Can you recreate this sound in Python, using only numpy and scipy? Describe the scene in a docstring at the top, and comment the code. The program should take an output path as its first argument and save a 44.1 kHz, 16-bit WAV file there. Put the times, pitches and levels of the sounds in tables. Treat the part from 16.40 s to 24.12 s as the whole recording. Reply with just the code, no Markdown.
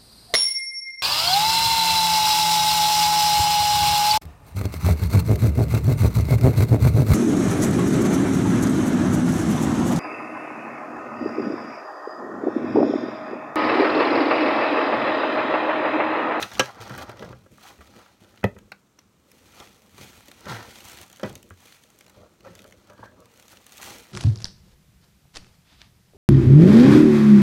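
"""Plastic tray, wooden table and cardboard box

Hands lift a thin plastic tray, set a small figure on a wooden table, lay the tray on a cardboard box
and carry the box off, in a small quiet room. Skin and plastic rub in dense tiny slips, made of random
impulses and noise; the tray cracks as it flexes, in short noise bursts. Knocks ring the table, box and
tray through their own modes; the table top thumps, a tray foot judders and the box scrapes.
"""
import sys
import numpy as np
from scipy import signal
from scipy.fft import rfft, irfft, next_fast_len
from scipy.io import wavfile
from scipy.ndimage import uniform_filter1d

SR = 44100
rng = np.random.default_rng(int(sys.argv[2]) if len(sys.argv) > 2 else 0)


def log_audio(samples):
    """Write samples as a 16-bit WAV file to the path given in sys.argv[1]."""
    # one column per channel
    frames = np.atleast_2d(samples).T
    # limit to full scale, then quantise
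    limited = np.clip(frames, -1, 1)
    pcm = np.round(limited * 32767).astype(np.int16)
    wavfile.write(sys.argv[1], SR, pcm)


def how_loud(loudness_db):
    """Turn decibels into a plain amplitude multiplier (0 dB gives 1, 20 dB gives 10)."""
    steps = np.asarray(loudness_db, float) / 20
    return 10 ** steps


N = 340452  # length in samples

# The notes at which each object rings, before any damping by a hand: f/Hz, level/dB, t60/s (time to fall 60 dB)
TABLE_MODES = [(107, 0, 0.085), (140, -10, 0.1), (194, -3, 0.08), (287, -13, 0.05), (366, -11, 0.06),
               (420, -7, 0.075), (493, -10, 0.07), (572, -10, 0.05), (700, -9, 0.03), (880, -5, 0.03),
               (985, -12, .04), (1250, -9, .03), (1450, -6, .025), (1800, -5, .03), (1980, -7, .04),
               (2550, -6, .02)]
BOX_MODES = [(289.7, -2.5, 0.049), (416.7, 0, 0.044), (475, -4, 0.049), (539, 6.5, 0.06), (645, -1.5, 0.04),
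             (709, -4.5, 0.043), (930, -4.5, 0.037), (1130, -9, 0.03), (1310, -7, 0.019), (1630, -8, 0.028),
             (2220, -11, 0.022), (2650, -11.5, 0.021)]
TRAY_MODES = [(885, -1, 0.028), (1161, -2.5, 0.0586), (1361, 4, 0.024), (1635, 0.5, 0.038), (1835, 0, 0.02),
              (2180, -15, 0.087), (2205, -10.5, 0.043), (2970, -3.5, 0.035), (3302, -8, 0.075),
              (3940, -4, 0.029), (4760, -3, 0.023), (5410, -7, 0.029), (6470, -21.5, 0.051)]


def unit(x):
    """Scale to rms 1."""
    return x / np.sqrt(np.mean(x ** 2))


def colour(x, points):
    """Filter by (Hz, dB) points joined by straight lines on a log frequency axis."""
    hz, db = np.transpose(points)
    size = next_fast_len(len(x))
    f = np.maximum(np.arange(size // 2 + 1) * SR / size, 1)
    gain = how_loud(np.interp(np.log(f), np.log(hz), db))
    return irfft(rfft(x, size) * gain, size)[:len(x)]


def ring(modes, damping=1., size=11025):
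    """Impulse response of dying modes with unit energy; neighbours swing opposite, damping shortens every ring."""
    t = np.arange(size) / SR
    hz, db, t60 = np.transpose(modes)[:, :, None]
    sign = (-1) ** np.arange(len(modes))[:, None]
    decay = np.exp(-np.log(1000) * t * damping / t60)
    h = np.sum(sign * how_loud(db) * np.sin(2 * np.pi * hz * t) * decay, axis=0)
    return h / np.sqrt(np.sum(h ** 2))


def through(x, h):
    """Sound x heard through the response h (convolution), cut to the scene's length."""
    return signal.fftconvolve(x, h)[:N]


def walk(rate):
    """Random levels, each held 1 / rate s, then smoothed twice into a slow wander."""
    k = int(SR / rate)
    steps = np.repeat(rng.standard_normal(N // k + 1), k)
    return 1.1 * uniform_filter1d(uniform_filter1d(steps, k), k)[:N]


def swells(rows):
    """Level tracks: each gesture climbs to its peak and dies away in straight dB slopes; gestures add in power."""
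    t, power = np.arange(0, N / SR + .002, .001), 1e-12
    for s, rise, fall, *db in rows:
        # slopes are s per 20 dB, never quicker than 5 ms
        slope_db = -20 * np.where(t < s, (s - t) / max(rise, .005), (t - s) / max(fall, .005))
        power = power + how_loud(np.add.outer(db, slope_db)) ** 2
    return [np.interp(np.arange(N) / SR, t, np.sqrt(p)) for p in power]


def slips(rate, spread_db, patchy_db):
    """Stick-slip of rms 1: random tiny impulses (rate per s), some larger, in patches over a smooth slide."""
    chance = rng.random((N, 2))
    size = how_loud(np.minimum(-spread_db * np.log(chance[:, 1] + 1e-9), 16.))
    jerks = (chance[:, 0] < rate / SR) * size * np.sign(rng.standard_normal(N))
    slide = 0.54 * rng.standard_normal(N)
    return unit((unit(jerks) + slide) * how_loud(patchy_db * walk(90)))


def crackle(rate, spread_db, ms):
    """Creases let go at random: separate short noise bursts of uneven size, rms 1."""
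    chance = rng.random((N, 2))
    size = how_loud(np.minimum(-spread_db * np.log(chance[:, 1] + 1e-9), 14.))
    starts = (chance[:, 0] < rate / SR) * size
    fade = np.exp(-np.arange(400) / SR / (ms / 1000))
    return unit(through(starts, fade) * rng.standard_normal(N))


def flexing(x, modes, damping, rate):
    """A thin wall bent by the hand: its modes wander between a low, a middle and a high tuning."""
    shift = 0.091  # bending moves all modes by this share of their pitch
    share = how_loud(5 * np.array([walk(rate) for _ in range(3)]))
    share = share / np.sqrt(np.sum(share ** 2, axis=0))
    out = 0
    for k, weight in zip((-1, 0, 1), share):
        tuned = np.array(modes) * [1 + shift * k, 1, 1]
        out = out + through(x * weight, ring(tuned, damping))
    return out


def air():
    """The room's quiet hush: coloured noise, wavering a little."""
    # tone of the hush: f/Hz, level/dB (relative, per Hz)
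    hush_tone = [(18, -36), (32, -6), (200, 1), (460, -8.5), (780, -14.5), (1250, -11), (1800, -20.5),
                 (4780, -23.5), (7090, -24.5), (10200, -31), (16000, -32)]
    level_db = -64 + 1.2 * walk(6)
    return how_loud(level_db) * unit(colour(rng.standard_normal(N), hush_tone))


def room(x):
    """Adds a diffuse tail of fading noise bands, which differ in level and decay time."""
    # echo bands: f/Hz (centre), t60/s, level/dB
    echo_bands = [(161, 0.12, -10), (472, 0.16, -11), (1440, 0.16, -10.5), (4080, 0.21, -15.5),
                  (9600, 0.2, -14)]
    t, h = np.arange(SR // 2) / SR, 0
    for hz, t60, db in echo_bands:
        edges = [hz / 1.7, min(hz * 1.7, 18000)]
        band_filter = signal.butter(2, edges, "band", fs=SR, output="sos")
        band = signal.sosfilt(band_filter, rng.standard_normal(len(t)))
        h = h + how_loud(db) * band * np.exp(-np.log(1000) * t / t60) * np.sqrt(14 / t60 / SR)
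    # the tail sets in a few ms after the direct sound
    return x + through(x, h * np.clip(t / 0.0036 - .8, 0, 1))


def thumps():
    """Soft thumps of a hand or edge: the table top bends and swings out at a low pitch set by where it is pressed."""
    # thumps: t/s, level/dB (before the swing's own rise and fall), f/Hz
    presses = [(0.031, -41, 107), (.197, -28, 127), (.398, -36, 110), (.503, -29.5, 130), (.687, -36, 119),
               (.845, -39, 170), (.895, -36, 125.6), (0.929, -38, 126), (1.112, -45.5, 140),
               (1.388, -42, 70), (3.601, -39, 133), (4.834, -32, 149), (4.915, -36, 139),
               (5.107, -37.5, 89), (5.81, -48, 102.5), (6.081, -46, 109), (6.099, -42, 176),
               (6.6, -40.5, 110)]
    rise_s, t60_s = .003, 0.21
    out, t = np.zeros(N + 9000), np.arange(9000) / SR
    shape = (1 - np.exp(-t / rise_s)) * np.exp(-np.log(1000) * t / t60_s)
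    for s, db, hz in presses:
        start = int(s * SR)
        out[start:start + len(t)] += how_loud(db) * shape * np.sin(2 * np.pi * hz * t)
    return out[:N]


def scrapes():
    """The open box scrapes over the table: rough slips ring its air hollow and the wall modes nearest the strain."""
    # scrapes: t/s (peak), rise/s per 20 dB, fall/s per 20 dB, hollow drive level/dB, wall drive level/dB,
    # f/Hz (wall modes near this ring most)
    pulls = [(5.75, 0.04, 0, -62, -64, 1200), (5.81, 0.06, 0.07, -47, -62, 1201),
             (5.86, -0.05, 0, -56.5, -62.5, 1200), (6.049, 0, 0.07, -46, -56, 1198),
             (6.19, 0, 0.3, -55, -75, 1199), (6.25, 0.23, -0.23, -55, -62, 1399),
             (6.505, 0, 0.06, -51, -55, 1099), (6.55, 0.12, -0.05, -53, -63, 1398),
             (6.58, .02, 0.11, -53.5, -58, 1100), (6.64, 0.05, 0.03, -56, -46.5, 961),
             (6.658, -0.1, -0.05, -60, -61, 1257), (6.673, 0.15, 0.06, -61.5, -52.5, 1600),
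             (6.72, .02, 0, -55.5, -66, 1004), (6.77, -0.14, 0.3, -60, -61, 1199),
             (6.822, 0.06, -0.02, -47, -67, 1201)]
    grit = slips(rate=600.0, spread_db=4.0, patchy_db=4.0)
    hollow_level = swells([row[:4] for row in pulls])[0]
    out = flexing(hollow_level * grit, BOX_MODES[2:5], damping=0.77, rate=12.)
    for s, rise, fall, _, db, near_hz in pulls:
        # 40 dB weaker per octave away from near_hz
        modes = [(hz, m_db - 40 * abs(np.log2(hz / near_hz)), t60) for hz, m_db, t60 in BOX_MODES[6:11]]
        wall_level = swells([(s, rise, fall, db)])[0]
        out = out + through(wall_level * grit, ring(modes, damping=1.3))
    return out


def judder():
    """The tray's foot judders as it is dragged off the table: even stick-slip makes a rough low tone."""
    # course of the judder: t/s, f/Hz (slip rate), level/dB
    course = [(4.07, 162.2, -55), (4.088, 161.2, -42), (4.109, 147.5, -33), (4.15, 110, -38),
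              (4.194, 107, -50), (4.23, 112, -68)]
    s, hz, db = np.transpose(course)
    t = np.arange(N) / SR
    gate = uniform_filter1d(1. * (t > s[0]) * (t < s[-1]), size=800)
    rough_hz = np.interp(t, s, hz) * (1 + 0.0398 * walk(60))
    phase = 2 * np.pi * np.cumsum(rough_hz) / SR
    tone = np.sin(phase) + 0.24 * np.sin(2 * phase)
    return np.sqrt(2) * gate * how_loud(np.interp(t, s, db)) * tone


def rubbing():
    """Tiny slips under the hands drive table, box and tray through their own modes; skin and creases add hiss."""
    # fingers sliding over the tray: t/s (peak), rise/s per 20 dB, fall/s per 20 dB,
    # creak drive level/dB, skin hiss level/dB
    strokes = [(0.024, 0.2, 0.13, -34.5, -44), (.138, -1.16, 0.12, -46, -53), (0.257, 0.2, 0.09, -36, -53),
               (0.405, 0, 0.11, -37.5, -51.5), (0.44, 0, 0, -44.5, -55), (.478, 0.2, -0.1, -43, -64),
               (.508, 0.23, 0.14, -40.5, -63), (.585, -0.03, 0.06, -41, -50),
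               (.625, 0.15, 0.0256, -35, -49.5), (0.7, 0.08, 0.07, -39.5, -67), (.83, 0.12, 0.14, -42, -64),
               (.928, 0.1, -0.4, -49, -66), (1.03, 0.3, 0.67, -88, -72.5), (1.114, -0.2, 0.54, -82, -65.5),
               (1.232, -0.09, 0.04, -53, -53.5), (1.273, 0.09, 0.1, -46.5, -53),
               (1.32, 0.08, 0, -51.5, -62.5), (1.409, -0.3, 0.27, -59, -63.5), (1.58, 0.16, 0.23, -51, -63),
               (1.804, -0.14, 0.47, -60.5, -66), (2.59, -1.2, 0.1, -70, -76.5),
               (2.929, 0.12, 4.5, -71, -65.5), (3.198, 0.17, 0.23, -50.5, -56),
               (3.59, 0.1, 0.04, -60, -57.5), (3.62, 0.09, 0.24, -50.5, -52), (3.79, 0.36, .05, -64, -57.5),
               (3.88, 0.23, 0.2, -57.5, -62.5), (4.097, 0.07, 0.21, -33.5, -48),
               (4.36, 0.6, 0.76, -54.5, -56), (4.51, 0.56, 0.1, -61, -51), (4.636, 0.35, 0.04, -50.5, -52),
               (4.73, 0, 0.15, -55.5, -80), (4.801, -0.14, 0.04, -47, -73), (4.869, 0.05, 0.1, -43, -57.5),
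               (5.029, 1, -1, -72, -75), (5.26, 0.14, 0.27, -58.5, -54.5), (5.5, 0, 0.34, -69, -65.5),
               (5.701, -0.5, -0.16, -53, -52.5), (5.745, 0, 0.25, -60, -74), (5.85, 0.34, -0.1, -60, -84),
               (6.049, 0.02, 0.18, -51, -64), (6.17, -0.26, 0.34, -61.5, -64),
               (6.26, -0.06, 0.05, -67, -63), (6.5, 0.17, 0.05, -59, -73), (6.662, 0.11, -0.09, -50.5, -65),
               (6.771, 1, 1, -67, -90), (6.99, 0.2, 0.5, -67, -61.5), (7.13, 0.18, 0.2, -64, -59),
               (7.42, 0.1, 0.17, -52.5, -51), (7.49, 0.22, 0.19, -45.5, -45.5),
               (7.72, .4, 0.5, -60.5, -60.5)]
    # weight shifts and drags: t/s (peak), rise/s per 20 dB, fall/s per 20 dB,
    # table thrum drive level/dB, box drag drive level/dB
    drags = [(.04, 0.1, 0.05, -41.5, -45), (.138, -0.17, -0.4, -36, -58), (.2, 0.06, 0.03, -35, -59),
             (0.409, -0.06, 0, -48, -40), (.508, -0.06, 0.17, -41, -40.5), (.61, 0.5, 0.23, -45, -49.5),
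             (.835, 0.17, 0.15, -46, -46.5), (.925, 0.07, 0.3, -47.5, -63), (1.11, -0.73, 0.1, -49, -57),
             (1.266, -0.4, 0.43, -57.5, -61.5), (1.412, 0.1, 0.8, -62, -70), (1.583, 0.13, 0.1, -51, -54),
             (1.82, -0.5, .5, -72, -64.5), (2.05, -0.03, 0.19, -39.5, -48), (2.262, 0.75, 0, -51.5, -70.5),
             (2.65, 0, 0.14, -62.5, -76), (2.86, -0.7, 0.8, -71.5, -66.5), (2.97, -0.4, 0.5, -63, -75),
             (3.2, 0.17, 0.4, -62, -60.5), (3.34, 0.8, 0, -59.5, -71), (3.611, -0.03, 0.05, -43.5, -50.5),
             (3.75, 0.5, 0.1, -52.5, -67), (3.88, 0, 0.03, -71, -51.5), (3.98, 0.5, -0.3, -58, -77),
             (4.06, 0, 0.65, -50, -57), (4.13, 0.13, 0.19, -42.5, -45), (4.47, 0, 0, -54, -60),
             (4.641, 0.26, -0.06, -53, -55), (4.73, 0.3, -0.5, -71, -68.5),
             (4.85, 0.02, 0.21, -39.5, -46.5), (5.034, 0.5, 0.08, -57, -75), (5.1, 0, 0.24, -55.5, -77),
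             (5.26, 0.03, 0, -50.5, -55), (5.45, 0, -0.8, -63, -62), (5.68, 0.4, -1.73, -73, -62.5),
             (5.77, 0, 0.2, -54, -56), (5.82, -0.6, 0, -57, -62), (5.86, 0.3, -0.04, -53, -62),
             (5.99, 0, 1, -57.5, -63.5), (6.07, -0.15, 0.27, -49, -57), (6.258, -0.33, 0.4, -57, -62),
             (6.5, 0, -0.06, -49, -54), (6.59, 0, 0.12, -48, -54), (6.76, -0.06, -0.05, -52, -63),
             (6.82, 0.4, 0, -56, -62.5), (6.99, 1, 0.6, -62, -66.5), (7.491, 0.18, 0.27, -51, -51.5),
             (7.72, -0.15, 0, -48, -42)]
    # hands at rest, one row: table level/dB, box level/dB, creak level/dB, skin level/dB
    resting_db = (-85, -91.5, -88, -79)
    # tone of the plastic rustle and of the skin hiss: f/Hz, level/dB (relative, per Hz)
    rustle_tone = [(1120, -32), (1900, -13), (2480, -2.5), (2700, -9.5), (3330, -8), (5200, -9.5),
                   (6760, -20), (11400, -120)]
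    skin_tone = [(2650, -5), (4500, -13.5), (4950, -16.5), (6190, -7.5), (9260, -9), (10400, -8.5),
                 (14500, -12.5), (16000, -11)]

    levels = swells(drags) + swells(strokes)
    table, box, creak, skin = (g + how_loud(db) for g, db in zip(levels, resting_db))
    # the rustle's level lies halfway (in dB) between creak and skin, then 3 dB down
    rustle = how_loud(-3) * creak ** 0.5 * skin ** 0.5

    creases = .6 * crackle(rate=220., spread_db=3., ms=1.2)
    fine = unit(slips(rate=5000., spread_db=1.0, patchy_db=2.0) + creases)
    medium = unit(slips(rate=1800.0, spread_db=2.8, patchy_db=4.0) + 0.6 * creases)
    coarse = slips(rate=1500., spread_db=2.5, patchy_db=4.0)

    table_thrum = through(table * coarse, ring(TABLE_MODES[:3], damping=2.7))
    box_drag = flexing(box * coarse, BOX_MODES[:6], damping=1.8, rate=11.0)
    tray_creak = colour(flexing(creak * medium, TRAY_MODES[:5], damping=1.59, rate=14.),
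                        [(300, -5.0), (800, 0.0), (2000, -3.0), (4000, -11.0)])
    ringing_crinkle = unit(flexing(fine, TRAY_MODES[6:12], damping=0.72, rate=6.5))
    crinkle = unit(colour(fine, rustle_tone)) + 0.5 * ringing_crinkle
    skin_hiss = unit(colour(fine + 0.13 * medium, skin_tone))
    return table_thrum + box_drag + tray_creak + rustle * unit(crinkle) + skin * skin_hiss


def cracks():
    """A facet of the tray buckles: a short burst rings the upper tray modes in its own tuning, with a sharp edge."""
    # clear cracks: t/s, burst level/dB (before body and edge are mixed), treble level/dB (drive against the burst)
    buckles = [(0.0252, -10, -20.5), (0.1154, -25.5, -27), (.1345, -29, -14), (.1515, -23, -25),
               (0.181, -26, -18), (0.1941, -0.5, -29), (.345, -40, -20), (.477, -32, -19),
               (.4947, -28, -18), (.5192, -36, -22), (.5437, -51, -12), (.56, -38, -14),
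               (0.578, -32.5, -6.5), (0.694, -29, -19.5), (.7152, -33, -19), (.77, -35, -24),
               (0.7926, -29.5, -27), (0.825, -28, -22), (.846, -35, -21), (.89, -36.5, -22),
               (1.1790, -46, -8.5), (1.6616, -42, -31.5), (1.8445, -38, -34), (1.9742, -32, -27),
               (2.01, -42, -26.5), (2.0405, -15.5, -21.5), (2.15, -57, -9.5), (2.1807, -46, -13.5),
               (2.1867, -35.5, -18.5), (2.318, -21.5, -24.5), (2.589, -33, -24), (2.7841, -62, -14),
               (2.9157, -36.5, -11), (3.2, -26.5, -26), (3.272, -35, -40), (3.58, -35, -15.5),
               (3.806, -34.5, -16), (3.8581, -42, -8), (3.8824, -32, -14), (3.914, -29.5, -16),
               (4.007, -39.5, -8), (4.083, -25.5, -24), (4.356, -31, -19), (4.4034, -34, -12),
               (4.4507, -34, -8), (4.4842, -32.5, -9), (4.4967, -31, -10), (4.517, -33, -12.5),
               (4.531, -33, -11), (4.5464, -41, -14), (4.572, -31, -12.5), (4.6129, -35.5, -7),
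               (4.6634, -46, -2), (4.6794, -45, -4), (4.699, -35, -12), (4.7144, -37, -16.5),
               (4.7278, -33.5, -13.5), (4.7597, -35.5, -13.5), (4.77, -38, -12), (4.796, -33.5, -14),
               (4.8144, -45, -5), (4.8316, -22.5, -22.5), (4.8614, -44, -4), (4.8948, -43, -1.5),
               (4.9277, -40, -8), (4.9535, -28.5, -10.5), (4.977, -42, -11.5), (4.9964, -56, -8),
               (5.028, -36.5, -8), (5.09, -44.5, -8), (5.102, -47.5, 0.5), (5.3233, -33.5, -16.5),
               (5.3802, -61, -8), (5.436, -36, -15), (5.5018, -44, -10.5), (5.5882, -41.5, -4),
               (5.6079, -32.5, -17.5), (5.6431, -43, -14), (5.6635, -37, -16), (5.68, -36, -18),
               (5.6965, -38.5, -11.5), (6.006, -38.5, -18), (6.106, -44, -17), (6.1185, -44.5, -16),
               (6.152, -34, -11.5), (6.158, -39, -15), (6.1814, -42, -14), (6.1908, -33, -19),
               (6.2034, -41, -13), (6.2188, -37.5, -14), (6.2414, -35, -14), (6.277, -40.5, -11),
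               (6.2877, -43, -15), (6.3096, -41, -13), (6.323, -34, -21), (6.472, -47, -15),
               (6.4981, -36, -19), (6.5335, -45, -11), (6.578, -39.5, -22), (6.637, -40, -24),
               (6.8034, -44.5, -5), (6.8563, -39, -13), (6.9745, -42.5, -9), (6.998, -39, -12),
               (7.024, -39, -12), (7.0803, -35, -14), (7.1217, -39, -10), (7.1703, -32.5, -26),
               (7.243, -43, -10), (7.265, -32.5, -11.5), (7.293, -37, -14), (7.31, -44, -10),
               (7.321, -30.5, -15), (7.33, -35.5, -12), (7.339, -40, -7.5), (7.352, -40, -13),
               (7.371, -34, -9), (7.379, -31, -11), (7.421, -32, -11), (7.4275, -27, -13.5),
               (7.44, -32, -9.5), (7.5837, -35.5, -10), (7.598, -34.5, -13), (7.635, -45, -8),
               (7.652, -36.5, -20)]
    facet_spread, facet_db = .08, 3  # random spread of each facet's pitch (share) and mode levels (dB)
    body, edge, t = np.zeros(N + 3000), np.zeros(N + 1500), np.arange(1500) / SR
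    upper_modes = TRAY_MODES[4:]
    noise = rng.standard_normal((len(buckles), len(t)))
    facet = rng.standard_normal((len(buckles), 1 + len(upper_modes)))
    snap = 3.1 * (np.arange(len(t)) == 30)
    for (s, db, treble_db), n, own in zip(buckles, noise, facet):
        # a larger facet chatters longer: 2.47 ms at -41 dB
        ms = 2.47 + 0.19 * (db + 41)
        shape = np.exp(-(t / (max(ms, .6) / 1000)) ** 1.4) * np.minimum(t / 0.0016, 1)
        chatter = n * shape / np.sqrt(np.mean((n * shape) ** 2) / np.mean(shape ** 2))
        # the facet flips in one snap; its neighbours chatter around and after it
        burst = how_loud(db) * (chatter + snap)
        pitch = 1 + facet_spread * own[0]
        modes = [(hz * pitch, m_db + facet_db * g, t60) for (hz, m_db, t60), g in zip(upper_modes, own[1:])]
        start = int(s * SR)
        body[start:start + 2999] += signal.fftconvolve(burst, ring(modes, damping=9.8, size=1500))
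        # the edge gets an extra 3.4 ms fade
        edge[start:start + len(t)] += how_loud(treble_db) * burst * np.exp(-t / 0.0034)
    treble = colour(edge, [(2000, -36.0), (6000, 6.0), (16000, -1.5)])
    return 0.27 * body[:N] + 1.7 * treble[:N]


def knocks():
    """Each blow is a push and a dying rattle of light contacts, rounded by the contact time, that rings the objects."""
    # blows: t/s, box drive level/dB, table drive level/dB, tray drive level/dB, rattle/ms (fall to 1/e)
    blows = [(.025, -63.5, -34, -31, 20), (.118, -54, -45, -34.5, 4.5), (0.1957, -13, -19, -8.5, 13.7),
             (.471, -46, -50, -38, 8.6), (0.502, -34, -35, -30, 6.9), (0.578, -43, -43, -33, 15),
             (0.693, -35, -47, -36.5, 6.4), (.823, -36, -47, -36, 11), (.928, -38, -37, -38.5, 4.8),
             (1.061, -51.5, -61, -49.5, 6.9), (1.181, -55, -63, -45.5, 5), (1.388, -60, -44, -56.5, 4.1),
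             (1.476, -60, -65, -51.5, 5), (1.407, -62, -41, -42, 11), (1.661, -51, -68.5, -41.5, 2.4),
             (1.941, -56, -63, -55, 5), (2.03, -43, -30, -54, 14), (2.0400, -21, -2.5, -22, 1.4),
             (2.164, -45, -38, -65, 4.8), (2.182, -54, -53.5, -52, 8.1), (2.319, -45, -49, -35.5, 3.7),
             (2.586, -52.5, -62, -48.5, 3.5), (3.58, -50, -38.5, -40, 7.7), (4.067, -37.5, -33, -33.5, 13),
             (4.086, -48, -48, -36, 8), (4.121, -46, -50, -33, 5.5), (4.146, -48, -50, -41, 5),
             (4.188, -46, -58, -40, 6), (4.224, -57, -58, -41, 5), (4.796, -45, -63, -45, 24),
             (4.831, -22, -26, -32, 28), (5.1058, -50, -32.5, -34.5, 0.48), (6.057, -46, -52, -51, 21),
             (6.25, -48, -44, -44.5, 4.7), (6.5, -46.5, -46, -48, 9.9), (6.578, -47.5, -53.5, -59, 4),
             (6.637, -45, -49, -53, 3)]
    contact_s = 0.35 / 1000
    push, t = np.zeros((3, N + 4000)), np.arange(4000) / SR
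    rattle = rng.standard_normal((len(blows), len(t)))
    contact = np.sin(np.pi * np.clip(t[:200] / contact_s, 0, 1))
    for (s, box_db, table_db, tray_db, rattle_ms), shake in zip(blows, rattle):
        fade = np.exp(-(t / (max(rattle_ms, .5) / 1000)) ** 1.9)
        contacts = 7.8 * (t == 0) + 0.67 * shake * fade
        force = signal.lfilter(contact / contact.sum(), 1, contacts)
        start = int(s * SR)
        push[:, start:start + len(t)] += how_loud(np.array([[box_db], [table_db], [tray_db]])) * force
    box = through(push[0], ring(BOX_MODES, damping=1.9))
    # a table top radiates little under its first mode
    low_cut = signal.butter(4, 88., "high", fs=SR, output="sos")
    table = signal.sosfilt(low_cut, through(push[1], ring(TABLE_MODES)))
    tray = through(push[2], ring(TRAY_MODES, damping=1.1))
    return box + table + tray


def scene():
    """All sources in the room, over its hush."""
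    sources = rubbing() + judder() + knocks() + thumps() + cracks() + scrapes()
    return (room(sources) + air())[None]


def low_pass(x):
    """Removes everything above the highest recorded frequency."""
    return signal.sosfilt(signal.butter(12, 16660, fs=SR, output="sos"), x)


def record(dry):
    """A small microphone: no deep bass, a dip near the top and a steep cut above 15.9 kHz."""
    # microphone response: f/Hz, level/dB
    mic_tone = [(20, -46), (45, -5.5), (90, -1), (4300, 0.5), (5000, -1), (5700, 1.5), (9600, 1.5),
                (10400, -5), (11200, 2), (16000, -0.5)]
    top_cut = signal.ellip(8, .2, 30, 15900, fs=SR, output="sos")
    mix = signal.sosfilt(top_cut, colour(dry[0], mic_tone)[None])
    return low_pass(mix)


dry = scene()
out = record(dry)
log_audio(out)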